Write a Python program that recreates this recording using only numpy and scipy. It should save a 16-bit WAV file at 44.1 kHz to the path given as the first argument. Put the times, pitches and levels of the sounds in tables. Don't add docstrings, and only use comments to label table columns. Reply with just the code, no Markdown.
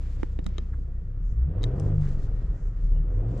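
import sys
import numpy as np
from scipy import signal
from scipy.fft import rfft, irfft, next_fast_len
from scipy.io import wavfile
from scipy.ndimage import uniform_filter1d, map_coordinates

SR = 44100
rng = np.random.default_rng(int(sys.argv[2]) if len(sys.argv) > 2 else 0)


def gain_from_db(level_db):
    decades = np.asarray(level_db, float) / 20
    return 10 ** decades


def unload_audio(sound):
    columns = np.transpose(np.atleast_2d(sound))
    steps = np.round(np.clip(columns, -1, 1) * 32767)
    wavfile.write(sys.argv[1], SR, steps.astype(np.int16))


N = 149940


def unit(x):
    return x / np.sqrt(np.mean(x ** 2) + 1e-20)


def along(points, hz):
    f, value = np.transpose(points)
    return np.interp(np.log(hz + 1), np.log(f + 1), value)


def wobble(rate):
    knots = rng.standard_normal(int(N * rate / SR) + 4)
    return map_coordinates(knots, [np.arange(N) * rate / SR])


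def filtered(x, response):
    m = next_fast_len(N + SR // 2)
    return irfft(rfft(x, m) * response(np.fft.rfftfreq(m, 1 / SR)), m)[..., :N]


def peak(f, centre, width):
    return 1 / (1 + (2 * (f - centre) / width) ** 2)


def resonances(f, modes):
    return sum(db * peak(f, centre, width) for centre, width, db in modes)


# (frequency [Hz], correlation [0-1])
LIKENESS = [(60, 1), (160, 0.97), (290, 0.92), (550, 0.81), (1120, 0.66), (2980, 0.45), (7910, 0.24)]


def rush(gain):
    def mid_side(f):
        turn = np.arccos(np.clip(along(LIKENESS, f), -1, 1)) / 2
        return gain(f) * [np.cos(turn), np.sin(turn)]

    mid, side = filtered(rng.standard_normal((2, N)), mid_side)
    return unit(np.array([mid + side, mid - side]))


# (frequency [Hz], level [dB])
BODY_SHELL = [(8, -23.5), (20, -2.5), (120, -4.5), (165, -2.5), (200, -16), (500, -34)]


def cabin(f, modes):
    return gain_from_db(along(BODY_SHELL, f) + resonances(f, modes))


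# (time [s], firing rate [Hz], combustion [dB], shaft shake [dB], intake roar [dB])
REVS = [(0, 30.76, -38, -51, -53), (1.04, 30.32, -40, -46, -58), (1.172, 33.28, -41.5, -50.5, -59),
        (1.302, 46.15, -37.5, -38.5, -57), (1.462, 67.65, -35, -46.5, -51.5),
        (1.598, 101.9, -38.5, -47.5, -39), (1.719, 127.1, -30.5, -37.5, -39),
        (1.809, 146.7, -43.5, -35.5, -35.5), (1.892, 155.2, -37, -40, -38), (1.971, 150.6, -38.5, -37, -45),
        (2.122, 136.4, -37.5, -36, -46), (2.502, 104.8, -50.5, -40.5, -49),
        (2.721, 83.06, -48.5, -44.5, -56), (2.903, 71.86, -50.5, -35, -53.5), (3.038, 75.97, -40, -40, -49),
        (3.188, 101, -38, -39.5, -42.5), (3.288, 116.2, -35.5, -52.5, -40), (3.4, 124.8, -34, -40, -39)]


def controls():
    s, *columns = np.transpose(REVS)
    t = np.arange(N) / SR
    return [uniform_filter1d(np.interp(t, s, c), size=SR // 25, mode="nearest") for c in columns]


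def order(k, db, modes, hz, angle):
    level = gain_from_db(db + 0.7 * wobble(12.0))
    return level * cabin(k * hz, modes) * np.cos(k * angle + 0.08 * wobble(4.2))


# (centre [Hz], width [Hz], gain [dB])
CABIN_BOOMS = [(35.7, 18.5, 9.5), (61.6, 20.4, 15.5), (98.9, 9.1, 11.5), (115, 7.1, 10.5),
               (146.94, 14.1, 14)]
# (centre [Hz], width [Hz], gain [dB])
EXHAUST_PIPE = (150, 13, 5.7)
FIRING_LEVELS = [1.92, -8, -8.5, -16.5, -14.5, -11, -25.5]


def firing(hz, angle, fire_db):
    sink_db = 10.5 * np.log2(hz / hz[0])
    tones = 0
    for k, db in enumerate(FIRING_LEVELS):
        modes = CABIN_BOOMS[:-1]
        if k == 0:
            modes = CABIN_BOOMS
        elif k == 1:
            modes = CABIN_BOOMS + [EXHAUST_PIPE]
        tones = tones + order(k + 1, fire_db + db - sink_db * max(k - 1, 0), modes, hz, angle)
    return tones


CYLINDERS = 6
SHAKE_ORDERS = [2, 3, 4, 5, 7, 8, 9, 10]
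SHAKE_LEVELS = [2.5, 3.5, -1, -16, -21, -9.5, -12.5, -9.5]
# (centre [Hz], width [Hz], gain [dB])
MOUNT_MODES = [(38, 9, 15), (102, 14, 15)]


def shake(hz, angle, shake_db):
    tones = 0
    for k, db in zip(SHAKE_ORDERS, SHAKE_LEVELS):
        modes = MOUNT_MODES if k < 8 else []
        tones = tones + order(k / CYLINDERS, shake_db + db + 2.2 * wobble(6.75), modes, hz, angle)
    return tones


def rock(hz, angle):
    start_s, rise_s, hold_s = 1.99, 0.06, 0.22
    t = np.arange(N) / SR
    fall_db = 55 * np.maximum(t - start_s - hold_s, 0)
    rise = np.clip((t - start_s) / rise_s + 1, 0, 1)
    return rise * order(1 / CYLINDERS, -24 - fall_db, [], hz, angle)


def rumble(shake_db):
    noise = filtered(rng.standard_normal(N), lambda f: cabin(f, CABIN_BOOMS[:-1]) ** 0.88 * (f < 400))
    return gain_from_db(-45 + 0.25 * (shake_db + 73.5)) * unit(noise)


def seat_sway():
    noise = filtered(rng.standard_normal(N), lambda f: f / (1 + (f / 16) ** 4))
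    return gain_from_db(-49 + 3 * wobble(3)) * unit(noise)


# (frequency [Hz], density [dB per Hz])
INTAKE = [(110, -25), (180, 1.5), (225, -15), (278, -6), (319, -9.5), (504, -12.5), (999, -32), (1470, -37),
          (3500, -50), (4550, -87.5), (7700, -120)]
# (centre [Hz], width [Hz], gain [dB])
DASH_PANELS = [(284, 17, 3), (405, 83, 3.5), (490.5, 9.1, 9.5), (698, 32, 6.5), (1010, 150, 3),
               (1234, 190, 5.5)]


def intake_roar(angle, roar_db):
    beat = 1 + 0.3 * np.cos(angle) + 0.2 * np.cos(angle / CYLINDERS * 2)
    air = rush(lambda f: gain_from_db(along(INTAKE, f) + resonances(f, DASH_PANELS)))
    return gain_from_db(roar_db + wobble(20)) * beat * air


def engine():
    hz, fire_db, shake_db, roar_db = controls()
    first_firing_s = 0.0065
    angle = 2 * np.pi * (np.cumsum(hz) / SR - hz[0] * first_firing_s)
    orders = firing(hz, angle, fire_db) + shake(hz, angle, shake_db) + rock(hz, angle)
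    tones = -np.sqrt(2) * orders
    spread = filtered(tones, lambda f: 0.045 + 0.05j + 0.09j * peak(f, 152, 30))
    middle = tones + rumble(shake_db) + seat_sway()
    return middle + spread * [[1], [-1]] + intake_roar(angle, roar_db)


# (frequency [Hz], density [dB per Hz])
FAN_AND_INJECTORS = [(88, -36.5), (150, 3), (253, -15.5), (294, -13.5), (325, -29.5), (360, -19.5),
                     (767, -33), (1290, -25), (8360, -64), (10900, -87.5), (18400, -120)]


def hum():
    hz = controls()[0]
    grow = gain_from_db(3.5 * np.log2(hz / hz[0]))
    fan = gain_from_db(-55.5 + wobble(9.9)) * rush(lambda f: gain_from_db(along(FAN_AND_INJECTORS, f)))
    whine = gain_from_db(-82.5 + wobble(7.0)) * rush(lambda f: peak(f, 1871, 16))
    hiss = gain_from_db(-85.5) * rush(lambda f: f / (1 + (f / 8000) ** 6))
    return grow * (fan + whine) + hiss


# (middle [s], length [s], level [dB], centre [Hz], width [octaves])
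RUSTLE_STROKES = [(0.07, 0.22, -66.5, 3330, 2.7), (0.431, 1, -84, 3074, 1.4), (0.689, 0.13, -75, 3120, 4.3),
                  (1.295, 0.045, -74, 6390, 0.25), (0.099, 0.16, -64, 1260, 0.93),
                  (0.55, 0.073, -65.5, 1500, 1.09), (0.74, 0.0056, -56, 1320, 0.41),
                  (2.062, 0.036, -57, 1200, 0.7), (2.96, 0.024, -71, 2867, .07),
                  (1.651, 0.044, -71.5, 4590, .9), (1.837, 0.064, -69, 6060, 0.72),
                  (2.068, 0.075, -64, 3860, 2.2), (2.23, 0.039, -66.5, 4750, 1.3),
                  (2.4, 0.088, -73, 3910, 1.2), (2.622, 0.077, -73, 6440, .4),
                  (2.867, 0.096, -73.5, 5150, 1.1), (3.164, 0.053, -76, 6130, 0.28),
                  (3.378, 0.067, -68, 4480, 1.3), (3.395, 0.0089, -68.5, 7300, .3)]
# (frequency [Hz], level [dB])
CLOSE_TREBLE = [(7600, -2), (8300, -10.5), (12000, -14.5), (14000, -37)]


def cloth():
    t = np.arange(N) / SR
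    out = 0
    for s, long, db, hz, wide in RUSTLE_STROKES:
        def colour(f):
            band = np.exp(-0.5 * (np.log2((f + 1) / hz) / wide) ** 2)
            return gain_from_db(along(CLOSE_TREBLE, f)) * band

        swell = np.exp(-0.5 * ((t - s) / long) ** 2)
        out = out + gain_from_db(db + 1.4 * wobble(70)) * swell * rush(colour)
    return out


# (time [s], peak [dB], centre [Hz], ring [dB], left-right [dB])
TRIM_SNAPS = [(.2315, -28, 755, -17.5, -4), (0.2306, -50, 4570, -20, 1), (0.39, -39, 970, -10, -2.5),
              (.443, -50, 4000, -27, -1), (0.4642, -34.5, 4630, -9, -5.5), (.4645, -33, 644, -16, -8),
              (.489, -59, 4000, -6.5, 4), (0.5821, -37.5, 2323, 0.5, 1.5), (1.622, -60, 4030, 3, 0),
              (1.6318, -38, 2900, -3.5, -4), (1.6391, -33, 4300, -0.5, -2)]
# (frequency [Hz], level [dB], t60 [s])
TRIM_MODES = [(890, -15, 0.033), (1242, 2, 0.02), (1802, -11.5, .04), (2044, -0.5, 0.017),
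              (3245, -6.5, 0.019), (3810, 3, 0.017), (4420, -1, 0.0044), (5410, -12.5, 0.011),
              (5760, -8.5, 0.0034), (6250, -9, 0.019), (7530, -10.5, 0.0092)]
# (time [s], peak [dB], centre [Hz], ring [dB], left-right [dB])
VENT_CLICKS = [
    (1.797, -55, 2860, -9, -7),
    (1.798, -41, 7570, -5, -5),
    (3.377, -57.5, 6500, -4, 0),
]
# (frequency [Hz], level [dB], t60 [s])
VENT_MODES = [(2700, -5, 0.0074), (5250, -10, 0.027), (6060, -0.5, 0.014), (7340, -3, 0.013),
              (8300, -8.5, 0.025)]
# (frequency [Hz], left-right [dB])
PORT_LEAN = [(400, -13), (1300, -4.5), (3500, 9), (8000, 6.5)]


def clicks():
    out = np.zeros((2, N + SR))
    t = np.arange(SR // 6) / SR
    f = np.fft.rfftfreq(len(t), 1 / SR) + 1
    sides = np.array([[0.5], [-0.5]])
    fade = gain_from_db(-60 * t / 0.008) + gain_from_db(-23 - 60 * t / 0.08)
    onset = 1 - np.exp(-t / 0.00022)
    snaps = [(row, TRIM_MODES) for row in TRIM_SNAPS] + [(row, VENT_MODES) for row in VENT_CLICKS]
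    for (s, db, hz, ring_db, pan_db), modes in snaps:
        def near(f):
            band = np.exp(-0.5 * (np.log2(f / hz) / 1.15) ** 2)
            return band * gain_from_db(sides * along(PORT_LEAN, f))

        noise = rng.standard_normal((2, len(t))) * 1.1 + rng.standard_normal(len(t))
        colour = near(f) * gain_from_db(along(CLOSE_TREBLE, f))
        crack = unit(irfft(rfft(noise) * colour, len(t))) * fade
        ring = 0
        for mode, level, t60 in modes:
            decay = gain_from_db(ring_db + level + rng.normal(0, 4.3) - 60 * t / t60)
            ring = ring + near(mode) * decay * np.sin(2 * np.pi * mode * t)
        snap = gain_from_db(db + sides * pan_db) * (crack + ring) * onset
        out[:, round(s * SR):][:, :len(t)] += snap
    return out[:, :N]


# (time [s], level [dB], pitch [Hz], t60 [s], left share [ratio])
GRIP_KNOCKS = [
    (.2318, -11, 313, 0.029, -0.29),
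    (.39, -18.5, 268, 0.038, -0.32),
    (0.4619, -17.5, 183, 0.092, -0.36),
    (0.5827, -23, 367, 0.04, -0.081),
    (0.598, -35.5, 212.4, 0.23, -0.046),
    (.76, -40, 213.7, 0.5, -0.2),
    (0.772, -48, 404, 0.29, -0.31),
    (1.64, -17.5, 260, 0.0081, -0.66),
]


def thuds():
    out = np.zeros((2, N + SR))
    t = np.arange(SR // 3) / SR
    for s, db, hz, t60, left in GRIP_KNOCKS:
        body = np.sin(2 * np.pi * hz * t)
        body += 0.47 * np.sin(2 * np.pi * hz * 1.55 * t) * gain_from_db(-40 * t / t60)
        body += 0.47 * np.sin(2 * np.pi * hz * 1.2 * t)
        envelope = gain_from_db(db - 60 * t / t60) * (1 - np.exp(-t / (0.037 * t60)))
        out[:, round(s * SR):][:, :len(t)] += envelope * -body * [[left], [1]]
    return out[:, :N]


# (middle [s], length [s], level [dB], pitch [Hz])
LOW_SWELLS = [
    (1.268, 0.052, -26.5, 36.9),
    (1.621, 0.038, -27.5, 40.7),
    (1.904, 0.042, -27, 34.8),
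    (2.42, 0.086, -31.5, 40.8),
    (2.477, 0.032, -27.5, 50.9),
    (2.671, 0.035, -24.5, 38.1),
    (3.169, 0.055, -23.5, 39.3),
    (3.292, .04, -31, 50.9),
]


def low_swells():
    t = np.arange(N) / SR
    out = 0
    for s, long, db, hz in LOW_SWELLS:
        swell = np.exp(-0.5 * ((t - s) / long) ** 2)
        out = out + gain_from_db(db) * np.sqrt(2) * swell * np.cos(2 * np.pi * hz * (t - s))
    return out


def scene():
    return engine() + hum() + cloth() + clicks() + thuds() + low_swells()


def band_limit(x):
    return signal.sosfilt(signal.butter(12, 13700, fs=SR, output="sos"), x)


def record(dry):
    return band_limit(dry)


dry = scene()
out = record(dry)
unload_audio(out)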